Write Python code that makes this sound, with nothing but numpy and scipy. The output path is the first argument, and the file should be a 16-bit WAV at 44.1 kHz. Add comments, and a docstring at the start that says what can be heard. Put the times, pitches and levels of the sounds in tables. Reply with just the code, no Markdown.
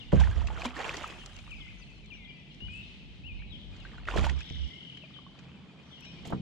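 """A fish is handled in a rubber landing net beside a plastic kayak on a calm lake, over a low far drone.
First the net frame knocks the hull, ringing its modes and shaking the camera mount; the fish splashes,
trapping air that rings as bubbles. Then the mesh drips while songbirds whistle from trees on
the left bank. Near 4 s the fish thrashes again amid more knocks, and trills follow. The net trickles
faintly, and a last cluster of knocks comes just after 6 s."""
import sys
import numpy as np
from scipy import signal
from scipy.fft import rfft, irfft, next_fast_len
from scipy.io import wavfile
from scipy.ndimage import map_coordinates

SR = 44100
rng = np.random.default_rng(int(sys.argv[2]) if len(sys.argv) > 2 else 0)


def persist_wave(psi):
    """Save psi, clipped to +-1, as 16-bit WAV."""
    counts = np.round(np.clip(psi, -1, 1) * 32767).astype(np.int16)
    wavfile.write(sys.argv[1], SR, np.atleast_2d(counts).T)


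N = 282725
T = np.arange(N) / SR
TOP_HZ = 15200

# Levels are relative within each table; t60 is the time to decay by 60 dB.
# background spectra: (frequency [Hz], spectral level [dB])
RUMBLE_SPECTRUM = [(18, -30), (32, -18.5), (46, 8.5), (68, -5.5), (100, 0), (170, -32), (400, -120)]
DRONE_SPECTRUM = [(47, -32.5), (80, -4), (114, -21.5), (130, -1), (184, -2), (352, -16), (486, -22.5),
                  (966, -29.5), (1120, -38), (1680, -43.5), (2000, -39.5), (2600, -68), (4400, -120)]
CHORUS_SPECTRUM = [(880, -10), (1500, -8), (1820, -5), (2160, 3.5), (2700, -6.5), (3000, 7), (5720, -13),
                   (7500, -21), (9720, -30.5), (11200, -35.5), (15000, -52.5)]
# low rumble that swells with the hull knocks, with light wind between: (time [s], level [dB])
RUMBLE_LEVELS = [(0, -59.5), (.3, -36), (.7, -62.5), (1.2, -58), (1.75, -57), (2.5, -68), (2.95, -60.5),
                 (3.35, -50.5), (3.7, -54.5), (4.03, -56.5), (4.2, -40.5), (4.45, -59), (4.9, -83),
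                 (5.3, -70), (5.9, -79), (6.41, -55)]
# envelopes of the far drone and distant birds: (time [s], level [dB])
DRONE_LEVELS = [(0, -51.5), (1.2, -56.5), (4.2, -53.5), (5.9, -54.5), (6.41, -46.5)]
CHORUS_LEVELS = [(0, -50), (.35, -61.5), (1.45, -55.5), (2.3, -59.5), (2.8, -53), (3.3, -58.5),
                 (4.15, -54.5), (4.5, -48), (4.8, -54), (5.65, -62), (6.1, -54), (6.41, -55.5)]
CHIRP_LEVELS = [(0, -63), (1.5, -55), (2.8, -54.5), (3.1, -61.5), (3.7, -54), (4.35, -59), (5, -57.5),
                (5.6, -62.5), (6.41, -56.5)]

# trills: (time [s], level [dB], rise [s], hold [s], t60 [s], top [Hz], bottom [Hz], note length [s])
BIRD_TRILLS = [(2.695, -61.5, 0.044, 0.04, .15, 8700, 6400, 0.024),
               (4.3, -42.5, 0.27, 0.4, 0.16, 3420, 2720, .018),
               (4.299, -52, 0.043, 0.32, 0.68, 5760, 5200, .012),
               (4.3, -42.5, 0.14, .12, 0.36, 4000, 2850, 0.011)]
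# pace of each trill: (rate [notes/s])
NOTE_RATES = [55, 42.1, 32.1, 87]
# bird note contours by shape: (start pitch [ratio], middle [ratio], end [ratio], swell [exponent])
NOTE_SHAPES = {"swoop": (1.29, 0.98, 1, 0.22), "fall": (1.13, 1, .9, 0.32), "droop": (1.18, 1, 0.96, 0.17),
               "rise": (0.945, 0.99, 1.075, 0.14), "arch": (.81, 0.93, 1.02, 0.34),
               "level": (0.95, 1, 1.01, 0.19), "thin": (1.025, 0.99, .975, .4),
               "sigh": (1.035, 1, .975, 3.5)}
# single bird notes: (time [s], length [s], shape, pitch [Hz], level [dB])
SONG_NOTES = [(0, 0.039, "droop", 2957, -44), (1.033, 0.082, "swoop", 2654, -47.5),
              (1.185, 0.057, "fall", 3065, -48), (1.354, 0.051, "fall", 2750, -51.5),
              (1.603, 0.025, "fall", 3214, -44.5), (1.674, 0.026, "arch", 2460, -49.5),
              (1.782, 0.033, "thin", 6080, -62.5), (1.815, 0.031, "fall", 4410, -59),
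              (2.127, 0.057, "thin", 5800, -65), (2.241, 0.033, "thin", 3440, -50.5),
              (2.289, 0.033, "thin", 3100, -50), (2.278, 0.04, "thin", 2374, -47.5),
              (2.499, 0.029, "fall", 3090, -53), (2.604, 0.071, "level", 2926, -42),
              (2.68, 0.14, "rise", 2582, -44.5), (2.821, 0.035, "thin", 3570, -54.5),
              (2.837, 0.071, "fall", 4180, -64), (3.235, 0.056, "arch", 3066, -46),
              (3.265, .065, "droop", 2540, -46), (3.389, 0.051, "rise", 2324, -52.5),
              (3.498, 0.03, "thin", 3880, -51), (3.59, 0.067, "thin", 3690, -55.5),
              (3.518, 0.055, "thin", 3230, -45), (3.79, 0.049, "fall", 2780, -53),
              (4.357, 0.056, "fall", 2340, -55), (4.7, 0.089, "level", 2115, -55),
              (5.529, .06, "fall", 2540, -61.5), (5.021, 0.033, "droop", 2530, -49.5),
              (5.137, 0.057, "fall", 3160, -46.5), (5.907, 0.098, "fall", 3160, -50.5),
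              (5.827, 0.25, "thin", 5790, -71), (5.928, 0.3, "sigh", 5530, -57.5),
              (6.064, 0.043, "level", 2470, -51.5), (6.019, 0.053, "arch", 3030, -49.5),
              (6.054, .04, "thin", 3900, -54), (6.09, 0.038, "rise", 3070, -52),
              (6.165, 0.051, "rise", 2395, -57.5)]
# notes of a down-slurred call: (delay [s], length [s], shape, pitch [Hz], level [dB])
SLUR_NOTES = [(0, 0.0407, "swoop", 2502, 2.5), (0.033, 0.15, "droop", 2150, -9.5),
              (0.035, .024, "fall", 2800, -2.5), (.17, 0.202, "thin", 2028, -18.5)]
# repeats of that call: (time [s], level [dB])
SLUR_CALLS = [(1.505, -46), (2.102, -45.5)]

# water spectra: (frequency [Hz], gain [dB])
SLOSH_SPECTRUM = [(150, -15), (250, -12), (311, -5.5), (452, -7), (498, -7.5), (946, -4.5), (1550, -2),
                  (3290, 3), (4500, -29), (5850, -52), (9900, -120)]
SPRAY_SPECTRUM = [(1500, -22), (3000, -4.5), (3900, -9), (5800, -15), (7400, -12.5), (8500, -22),
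                  (10000, -24), (13000, -32.5), (15500, -46)]
FOAM_SPECTRUM = [(2500, -12), (6500, -8.5), (9300, -15), (12500, -23.5), (15000, -46)]
TICK_SPECTRUM = [(900, -23), (2500, 7), (4000, 5), (7400, 4.5), (8500, -14), (12000, -21.5), (15000, -37.5)]
# short, sharp ticks of tiny drips and bubbles: (time [s], level [dB], added tilt [dB/octave], t60 [s])
DRIP_TICKS = [(0.2, -42, 7, 0.029), (0.47, -39.5, -5.5, 0.049), (0.653, -49, -11, 0.027),
              (0.968, -34, 0, 0.032), (1.076, -47.5, 20, 0.022), (1.2603, -36, 1.5, 0.018),
              (1.365, -38, -2, 0.011), (1.388, -41, -8.5, 0.025), (1.509, -46, 6, .01),
              (2.059, -51, -4, 0.021), (2.546, -45.5, -3, 0.01), (2.606, -47, -14, 0.016),
              (3.764, -49, -9, 0.034), (3.802, -50, -1, .012), (4.266, -37.5, 1, 0.012),
              (4.297, -29, -9, 0.017), (4.389, -40, -6, 0.018), (4.4047, -39, -6, 0.026),
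              (4.5, -38, -8, 0.019), (4.972, -43.5, -10.5, 0.022), (5.389, -50.5, -5.5, 0.049),
              (6.007, -52, 21, 0.014), (6.05, -46.5, -7.5, 0.046), (6.25, -47, -11, .025),
              (6.273, -50.5, 25, 0.032), (6.303, -54, 26, .03)]
# trickles from the lifted net: (time [s], level [dB], rise [s], hold [s], t60 [s])
NET_TRICKLES = [(0.43, -52.5, 0.11, 0.5, 1.82), (3.685, -61.5, 0.25, 0.31, 1.3),
                (4.906, -72, 0.16, 0.41, 1)]
# foam after the long splash: (time [s], level [dB], rise [s], hold [s], t60 [s]); negative rise is abrupt
FOAM_BURST = (0.98, -64, -0.05, 0.25, 3.5)
# drops and slaps of water: (time [s], level [dB], bubble pitch [Hz], t60 [s], left over right [dB])
WATER_DROPS = [(0.174, -35, 1555, .04, 0), (0.208, -28.5, 1550, 0.033, -4), (0.2134, -23, 826, 0.021, -1),
               (0.2382, -28.5, 1770, 0.023, 5), (.273, -27, 930, 0.014, -6),
               (0.2725, -26.5, 1470, 0.014, -4), (0.313, -37, 1590, 0.054, -4.5),
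               (0.4166, -34, 920, 0.028, -1), (0.4411, -39.5, 670, 0.073, 2),
               (0.4726, -35, 2610, 0.031, -3), (0.485, -35, 1120, 0.022, 4), (0.5017, -33, 850, 0.072, -2),
               (0.6185, -27.5, 2410, 0.021, 1), (0.6192, -33.5, 1100, 0.026, 6),
               (.634, -33.5, 680, 0.047, 0), (0.6542, -23, 1004, 0.022, 7), (0.655, -30.5, 241, 0.19, 0),
               (0.664, -29.5, 2320, 0.032, 2), (.766, -29.5, 1760, 0.025, -5),
               (.8016, -27.5, 784, 0.04, -13), (.8664, -28, 734, 0.027, 0),
               (0.8931, -18.5, 2460, 0.011, 0.5), (.942, -32, 1900, 0.027, -2),
               (1.042, -24, 1230, 0.027, -2), (1.478, -42.5, 1150, 0.019, -2.5),
               (2.684, -46.5, 1500, 0.021, -2), (3.422, -43, 1700, 0.011, -6),
               (3.851, -37.5, 1540, 0.043, 3), (3.981, -40.5, 1440, 0.035, -4),
               (4.054, -39.5, 2560, 0.023, -3), (4.075, -34, 1890, 0.071, -2),
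               (4.086, -11.5, 1340, .009, -1.5), (4.139, -29, 1000, 0.036, -2),
               (4.161, -17, 610, 0.013, -5), (4.175, -23, 1670, 0.017, -11), (4.253, -34, 1080, 0.028, -3),
               (4.2662, -24, 880, 0.038, -3), (4.2944, -26.5, 1860, 0.026, -7),
               (4.408, -40.5, 1640, 0.022, 0.5), (4.413, -36, 2460, 0.031, 7), (4.56, -43, 1990, .02, 0),
               (5.036, -46.5, 620, 0.062, -5), (5.188, -42.5, 1125, 0.028, -6),
               (5.2645, -43.5, 1070, 0.042, -8)]
# the fish thrashes and stirs: (time [s], slosh level [dB], spray level [dB], rise [s], hold [s], t60 [s])
THRASHES = [(0.117, -46, -58.5, 0.0055, 0.097, 3.4), (0.196, -40, -47.5, 0.005, 0.0067, 0.076),
            (0.561, -50, -58.5, 0.047, 0.034, 0.22), (0.639, -37.5, -44.5, 0.016, 0.0019, 0.085),
            (0.741, -43, -53.5, 0.034, 0.23, 0.65), (0.779, -41.5, -78, 0.023, 0.0044, 0.068),
            (3.692, -63, -75.5, 0.021, 0.29, 0.23), (4.065, -41.5, -55, 0.019, 0.16, 0.46),
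            (4.158, -40.5, -46.5, 0.012, 0.019, 0.085), (4.233, -45, -52, 0.023, 0.005, 0.16),
            (5.32, -63, -78.5, 0.035, 0.95, 0.35), (6.251, -56, -53, 0.0024, .004, 0.23)]
# mount sway after hard blows: (time [s], level [dB], rise [s], hold [s], t60 [s])
MOUNT_SWAYS = [(0.136, -26.5, 0.016, 0.14, 0.076), (0.35, -36, 0.024, 0.017, 1),
               (4.148, -37, 0.022, 0.17, 0.29), (4.496, -44, 0.11, 0.059, 0.1)]
# modes of the hollow hull: (frequency [Hz], level [dB], t60 [s])
HULL_MODES = [(89.7, 3.5, 0.61), (134, 6.5, 0.22), (162.6, -3, 0.53), (190.7, 5, 0.18), (253, -2, 0.21),
              (323, 1, 0.12), (452.5, 0.5, 0.12), (562, -5.5, 0.087), (667, 6.5, 0.043), (777, -12.5, 0.28),
              (1140, -31, 0.078), (1280, -22, .05), (1570, -29, 0.03)]
# blows on the hull: (time [s], level [dB], band centre [Hz], scuff t60 [s])
HULL_BLOWS = [(0.1282, -21.5, 400, 0.14), (0.1333, -14, 135, 0.045), (0.14, -29.5, 455, 0.037),
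              (0.651, -55, 258, 0.021), (2.622, -38.5, 72.4, 0.74), (4.137, -37, 355, .14),
              (4.158, -26.5, 300, 0.087), (4.175, -34, 600, 0.13), (4.184, -29, 206, 0.1),
              (4.223, -30, 136, 0.049), (4.312, -39.5, 210, .08), (4.509, -34.5, 133, 0.095),
              (6.254, -43, 617, 0.064), (6.274, -37.5, 237, 0.043), (6.303, -40.5, 750, 0.04),
              (6.312, -36, 280, 0.31), (6.324, -30.5, 900, 0.074), (6.334, -25, 235, 0.029)]


def amp(db):
    """Decibels to amplitude ratio."""
    return 10 ** (np.asarray(db) / 20)


def unit(x):
    """Normalisation to rms 1."""
    return x / np.sqrt(np.mean(x ** 2) + 1e-20)


def fade(t, t60):
    """Exponential decay of a damped vibration."""
    return np.exp(-np.log(1000) * t / max(t60, 1e-4))


def curve(rows):
    """Gain envelope interpolated through (time [s], level [dB]) points."""
    return amp(np.interp(T, *np.transpose(rows)))


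def burst(s, db, rise, hold, t60):
    """Transient envelope: linear rise, hold, exponential decay."""
    onset = np.clip((T - s) / max(rise, 1e-3), 0, 1)
    return amp(db) * onset * fade(np.maximum(T - s - rise - hold, 0), t60)


def wobble(rate):
    """Smooth random modulation, with rate knots a second."""
    return map_coordinates(rng.standard_normal(int(N * rate / SR) + 4), [T * rate])


def add(bus, s, x):
    """Superposition of x on the bus at time s."""
    i = max(round(s * SR), 0)
    bus[..., i:i + x.shape[-1]] += x[..., :max(N - i, 0)]


def place(pan_db):
    """Constant-power panning; positive is to the left."""
    return unit(amp([[pan_db / 2], [-pan_db / 2]]))


def filtered(x, response):
    """Linear filtering: the spectrum of x times a frequency response."""
    n = x.shape[-1]
    padded = next_fast_len(n + 8192)
    return irfft(rfft(x, padded) * response(np.fft.rfftfreq(padded, 1 / SR)), padded)[..., :n]


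def coloured(x, spectrum):
    """Spectral shaping by (frequency [Hz], gain [dB]) points, at rms 1."""
    f, db = np.transpose(spectrum)
    return unit(filtered(x, lambda hz: amp(np.interp(np.log(hz + 1), np.log(f), db))))


def noise(side_db, size=N):
    """Stereo white noise; the side-to-mid ratio sets its coherence."""
    mid, side = rng.standard_normal((2, size))
    return unit(np.array([mid + amp(side_db) * side, mid - amp(side_db) * side]))


def bubbles(count, centre_hz, spread, cycles, scatter_db, width_db):
    """Bubble resonance: a cloud of random damped sines, each falling 60 dB over the given cycles."""
    start = rng.integers(0, N, count)
    pitch = centre_hz * np.exp(spread * rng.standard_normal(count))
    strength = amp(scatter_db * np.minimum(rng.exponential(size=count), 3))
    pan_db = width_db * rng.standard_normal((count, 1))
    age = np.arange(800)  # samples
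    turns = np.minimum(pitch, TOP_HZ)[:, None] * age / SR
    rings = strength[:, None] * np.sin(2 * np.pi * turns) * fade(turns, cycles)
    indices = (start[:, None] + age).ravel()
    return np.array([np.bincount(indices, (rings * amp(side * pan_db / 2)).ravel(), N)[:N]
                     for side in (1, -1)])


def lake():
    """Modulated noise: a low rumble swelling with the knocks, a far drone and a blur of distant birds."""
    unrest = amp(8 + 1.2 * wobble(6.2))
    rumble = unrest * curve(RUMBLE_LEVELS) * coloured(noise(0.28), RUMBLE_SPECTRUM)
    drone = amp(2 + wobble(6.48)) * curve(DRONE_LEVELS) * coloured(noise(-9), DRONE_SPECTRUM)
    chorus = amp(-4 + wobble(11)) * curve(CHORUS_LEVELS) * coloured(noise(-1.1), CHORUS_SPECTRUM)
    return rumble * place(-1.4) + drone + chorus * place(0.68)


def tree_scatter(song, t60, wet_db, pan_db, build_s=0.018, cutoff_hz=4800):
    """Scattering among trees: a duller reverberation builds up behind the direct song."""
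    t = np.arange(SR) / SR
    tail = noise(0, SR) * fade(t, t60) * np.tanh(t / build_s)
    echo = signal.fftconvolve(song[None], tail / np.linalg.norm(tail[0]), axes=1)[:, :N]
    echo = filtered(echo, lambda hz: 1 / np.hypot(1, (hz / cutoff_hz) ** 2))
    direct = np.array([np.roll(song, 20), song])  # the microphone ports hear it slightly out of step
    return direct * place(pan_db) + amp(wet_db) * echo * place(3.5)


def trill(row, rate):
    """Repeated frequency sweeps: short, slightly uneven falling notes, raspier in the higher trills."""
    *envelope, top_hz, bottom_hz, note_s = row
    note_age = (T - envelope[0] + 0.0016 * wobble(15)) % (1 / rate)
    progress = np.minimum(note_age / note_s, 1)
    jitter = 1 + top_hz / 170000 * wobble(900) + 0.018 * wobble(30)
    pitch = (top_hz + (bottom_hz - top_hz) * progress) * jitter
    pulses = np.sin(np.pi * progress) ** 2 * amp(wobble(30))
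    return burst(*envelope) * pulses * np.sin(2 * np.pi * np.cumsum(pitch) / SR)


def whistle(length, pitches, rasp, swell=0.7, flutter_db=1.5):
    """Frequency modulation: a glide through three pitches, warbled by rasp; swell softens its ends."""
    progress = np.linspace(0, 1, max(int(length * SR), 2))
    drift, flutter = (map_coordinates(knots, [progress * length * 190], mode="mirror")
                      for knots in rng.standard_normal((2, 100)))
    glide = np.polyval(np.polyfit([0, 0.5, 1], pitches, 2), progress)
    phase = 2 * np.pi * np.cumsum(glide * (1 + rasp * drift)) / SR
    envelope = amp(flutter_db * flutter) * np.abs(np.sin(np.pi * progress)) ** swell
    return envelope * np.sin(phase)


def birds():
    """Superposed gliding tones: nearer singers over quick chirps from farther along the shore."""
    near, far = np.zeros((2, N))
    slurs = [(s + lag, length, shape, hz, db + note_db)
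             for s, db in SLUR_CALLS for lag, length, shape, hz, note_db in SLUR_NOTES]
    for s, length, shape, hz, db in slurs + SONG_NOTES:
        *glide, swell = NOTE_SHAPES[shape]
        pitches = hz * np.array(glide)
        # low and very high notes are clear, those between them hoarse
        rasp = np.interp(pitches[0], [2800, 3300, 4800, 5500], [0.004, 0.045, 0.045, 0.002])
        add(near, s, amp(db) * whistle(length, pitches, rasp, swell))
    for when, height, span, slope in rng.random(size=(270, 4)):
        hz = 2400 * 2.3 ** height
        glide = 1 + (0.18 * slope - 0.04) * np.array([1, -0.15, -1])
        chirp = whistle(0.025 + 0.045 * span, hz * glide, rasp=0.016)
        add(far, when * N / SR, amp(-16 * height) * chirp)
    return near + far * curve(CHIRP_LEVELS)


def drip_ticks(rise_s=0.00065):
    """Brief events have broad spectra: tiny drips and bubbles tick in short bursts of noise."""
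    out, t = np.zeros((2, N)), np.arange(SR // 15) / SR
    for s, db, tilt, t60 in DRIP_TICKS:
        spectrum = [(hz, level + tilt * np.log2(hz / 1000)) for hz, level in TICK_SPECTRUM]
        envelope = fade(t, t60) * (1 - np.exp(-t / rise_s))
        add(out, s, amp(db) * coloured(noise(-1.6, len(t)), spectrum) * envelope)
    return out


def trickle():
    """Air entrainment: water running off the net makes sparse ringing bubbles."""
    cloud = bubbles(count=1100, centre_hz=1461, spread=0.556, cycles=25, scatter_db=2.5, width_db=10)
    flow = amp(-76.5) + sum(burst(*row) for row in NET_TRICKLES)
    return flow * coloured(cloud, SLOSH_SPECTRUM)


def foam():
    """Small bubbles resonate high: foam fizzes out after the long splash."""
    cloud = bubbles(count=9000, centre_hz=6900, spread=0.33, cycles=49, scatter_db=1.5, width_db=14)
    return burst(*FOAM_BURST) * coloured(unit(cloud) + noise(0), FOAM_SPECTRUM)


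def drops(climb=0.15, attack_s=0.00042, slap_db=-8):
    """Impact, then resonance: a drop slaps the water and traps a bubble whose pitch climbs as it dies."""
    out, t = np.zeros((2, N)), np.arange(SR // 10) / SR
    for s, db, hz, t60, pan_db in WATER_DROPS:
        ring = np.sin(2 * np.pi * hz * t * (1 + climb * t / t60 / 2)) * fade(t, t60)
        spectrum = [(hz / 4, -22), (hz, 0), (hz * 2, -8), (hz * 10, -60)]
        slap = coloured(noise(-17, len(t)), spectrum) * fade(t, 0.55 * t60)
        drop = (ring + amp(slap_db) * slap) * np.tanh(t / attack_s) ** 2
        add(out, s, amp(db - 0.5) * place(pan_db) * drop)
    return out


def splashes(churn_db=1.27):
    """Air entrainment: each thrash churns up bubbles under a finer spray and a spatter of droplets."""
    churn = amp(churn_db * wobble(55))
    slosh_gain = churn * sum(burst(s, db, *shape) for s, db, _, *shape in THRASHES)
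    spray_gain = churn * sum(burst(s, db, *shape) for s, _, db, *shape in THRASHES)
    large = bubbles(count=6000, centre_hz=994, spread=0.588, cycles=22.8, scatter_db=1.5, width_db=8)
    slosh = amp(0.27) * coloured(unit(large) + amp(-4) * noise(-16), SLOSH_SPECTRUM)
    small = bubbles(count=6000, centre_hz=5940, spread=0.348, cycles=49, scatter_db=3, width_db=1)
    fizz = amp(2) * coloured(unit(small) + amp(3) * noise(0), SPRAY_SPECTRUM)
    droplets = bubbles(count=900, centre_hz=3600, spread=0.55, cycles=6, scatter_db=4, width_db=6)
    spatter = amp(-3) * coloured(droplets, SPRAY_SPECTRUM)
    return slosh_gain * slosh * place(-3) + spray_gain * (fizz + spatter) * place(-2)


def mount_shudder(sway_hz=66, waver=0.0404, unsteady_db=3):
    """Vibration at the lowest mode: the camera mount sways and drives the two ports in antiphase."""
    phase = 2 * np.pi * np.cumsum(sway_hz * (1 + waver * wobble(19))) / SR
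    sway = np.sin(phase) + amp(-23) * np.sin(2 * phase) + amp(-25.5) * np.sin(3 * phase)
    envelope = amp(14 + unsteady_db * wobble(24.93)) * sum(burst(*row) for row in MOUNT_SWAYS)
    return envelope * sway * np.array([[-0.24], [1]])


def hull_knocks(port_phase_rad=0.5, band_ratio=1.515, attack_s=0.00031):
    """Modal resonance: each blow of the net frame rings a band of the hull's modes and scuffs its skin."""
    out, t = np.zeros((2, N)), np.arange(SR // 2) / SR
    hz, mode_db, _ = np.transpose(HULL_MODES)
    ports = port_phase_rad * np.array([[1], [-1]])  # sound through the mount reaches them out of step
    rings = np.array([np.sin(2 * np.pi * f * t + ports) * fade(t, t60) for f, _, t60 in HULL_MODES])
    for s, db, centre_hz, scuff_t60 in HULL_BLOWS:
        low_hz, high_hz = centre_hz / band_ratio, centre_hz * band_ratio
        rolloff = np.hypot(1, (hz / high_hz) ** 2) * np.hypot(1, (low_hz / hz) ** 4)
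        strengths = amp(mode_db + rng.standard_normal(len(hz))) / rolloff
        band = signal.butter(3, [low_hz, high_hz], "band", fs=SR, output="sos")
        scuff = unit(signal.sosfilt(band, noise(-1, len(t)))) * fade(t, scuff_t60)
        blow = amp(-7.5) * np.tensordot(strengths, rings, 1) + scuff
        add(out, s, amp(db) * blow * np.tanh(t / attack_s) ** 2)
    return out * place(-1.8)


def scene():
    """Superposition: boat and water close by, birds on the bank, trills from deeper in the trees."""
    trills = amp(-1.5) * sum(trill(row, rate) for row, rate in zip(BIRD_TRILLS, NOTE_RATES))
    deep_song = tree_scatter(trills, t60=0.8, wet_db=-2, pan_db=6)
    boat = hull_knocks() + mount_shudder()
    water = splashes() + drops() + drip_ticks() + trickle() + foam()
    bank_song = tree_scatter(birds(), t60=1.32, wet_db=-3, pan_db=10)
    return lake() + deep_song + bank_song + water + boat


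def record(dry):
    """Band limiting: the camera passes nothing above TOP_HZ."""
    return filtered(dry, lambda hz: hz < TOP_HZ)


dry = scene()
out = record(dry)
persist_wave(out)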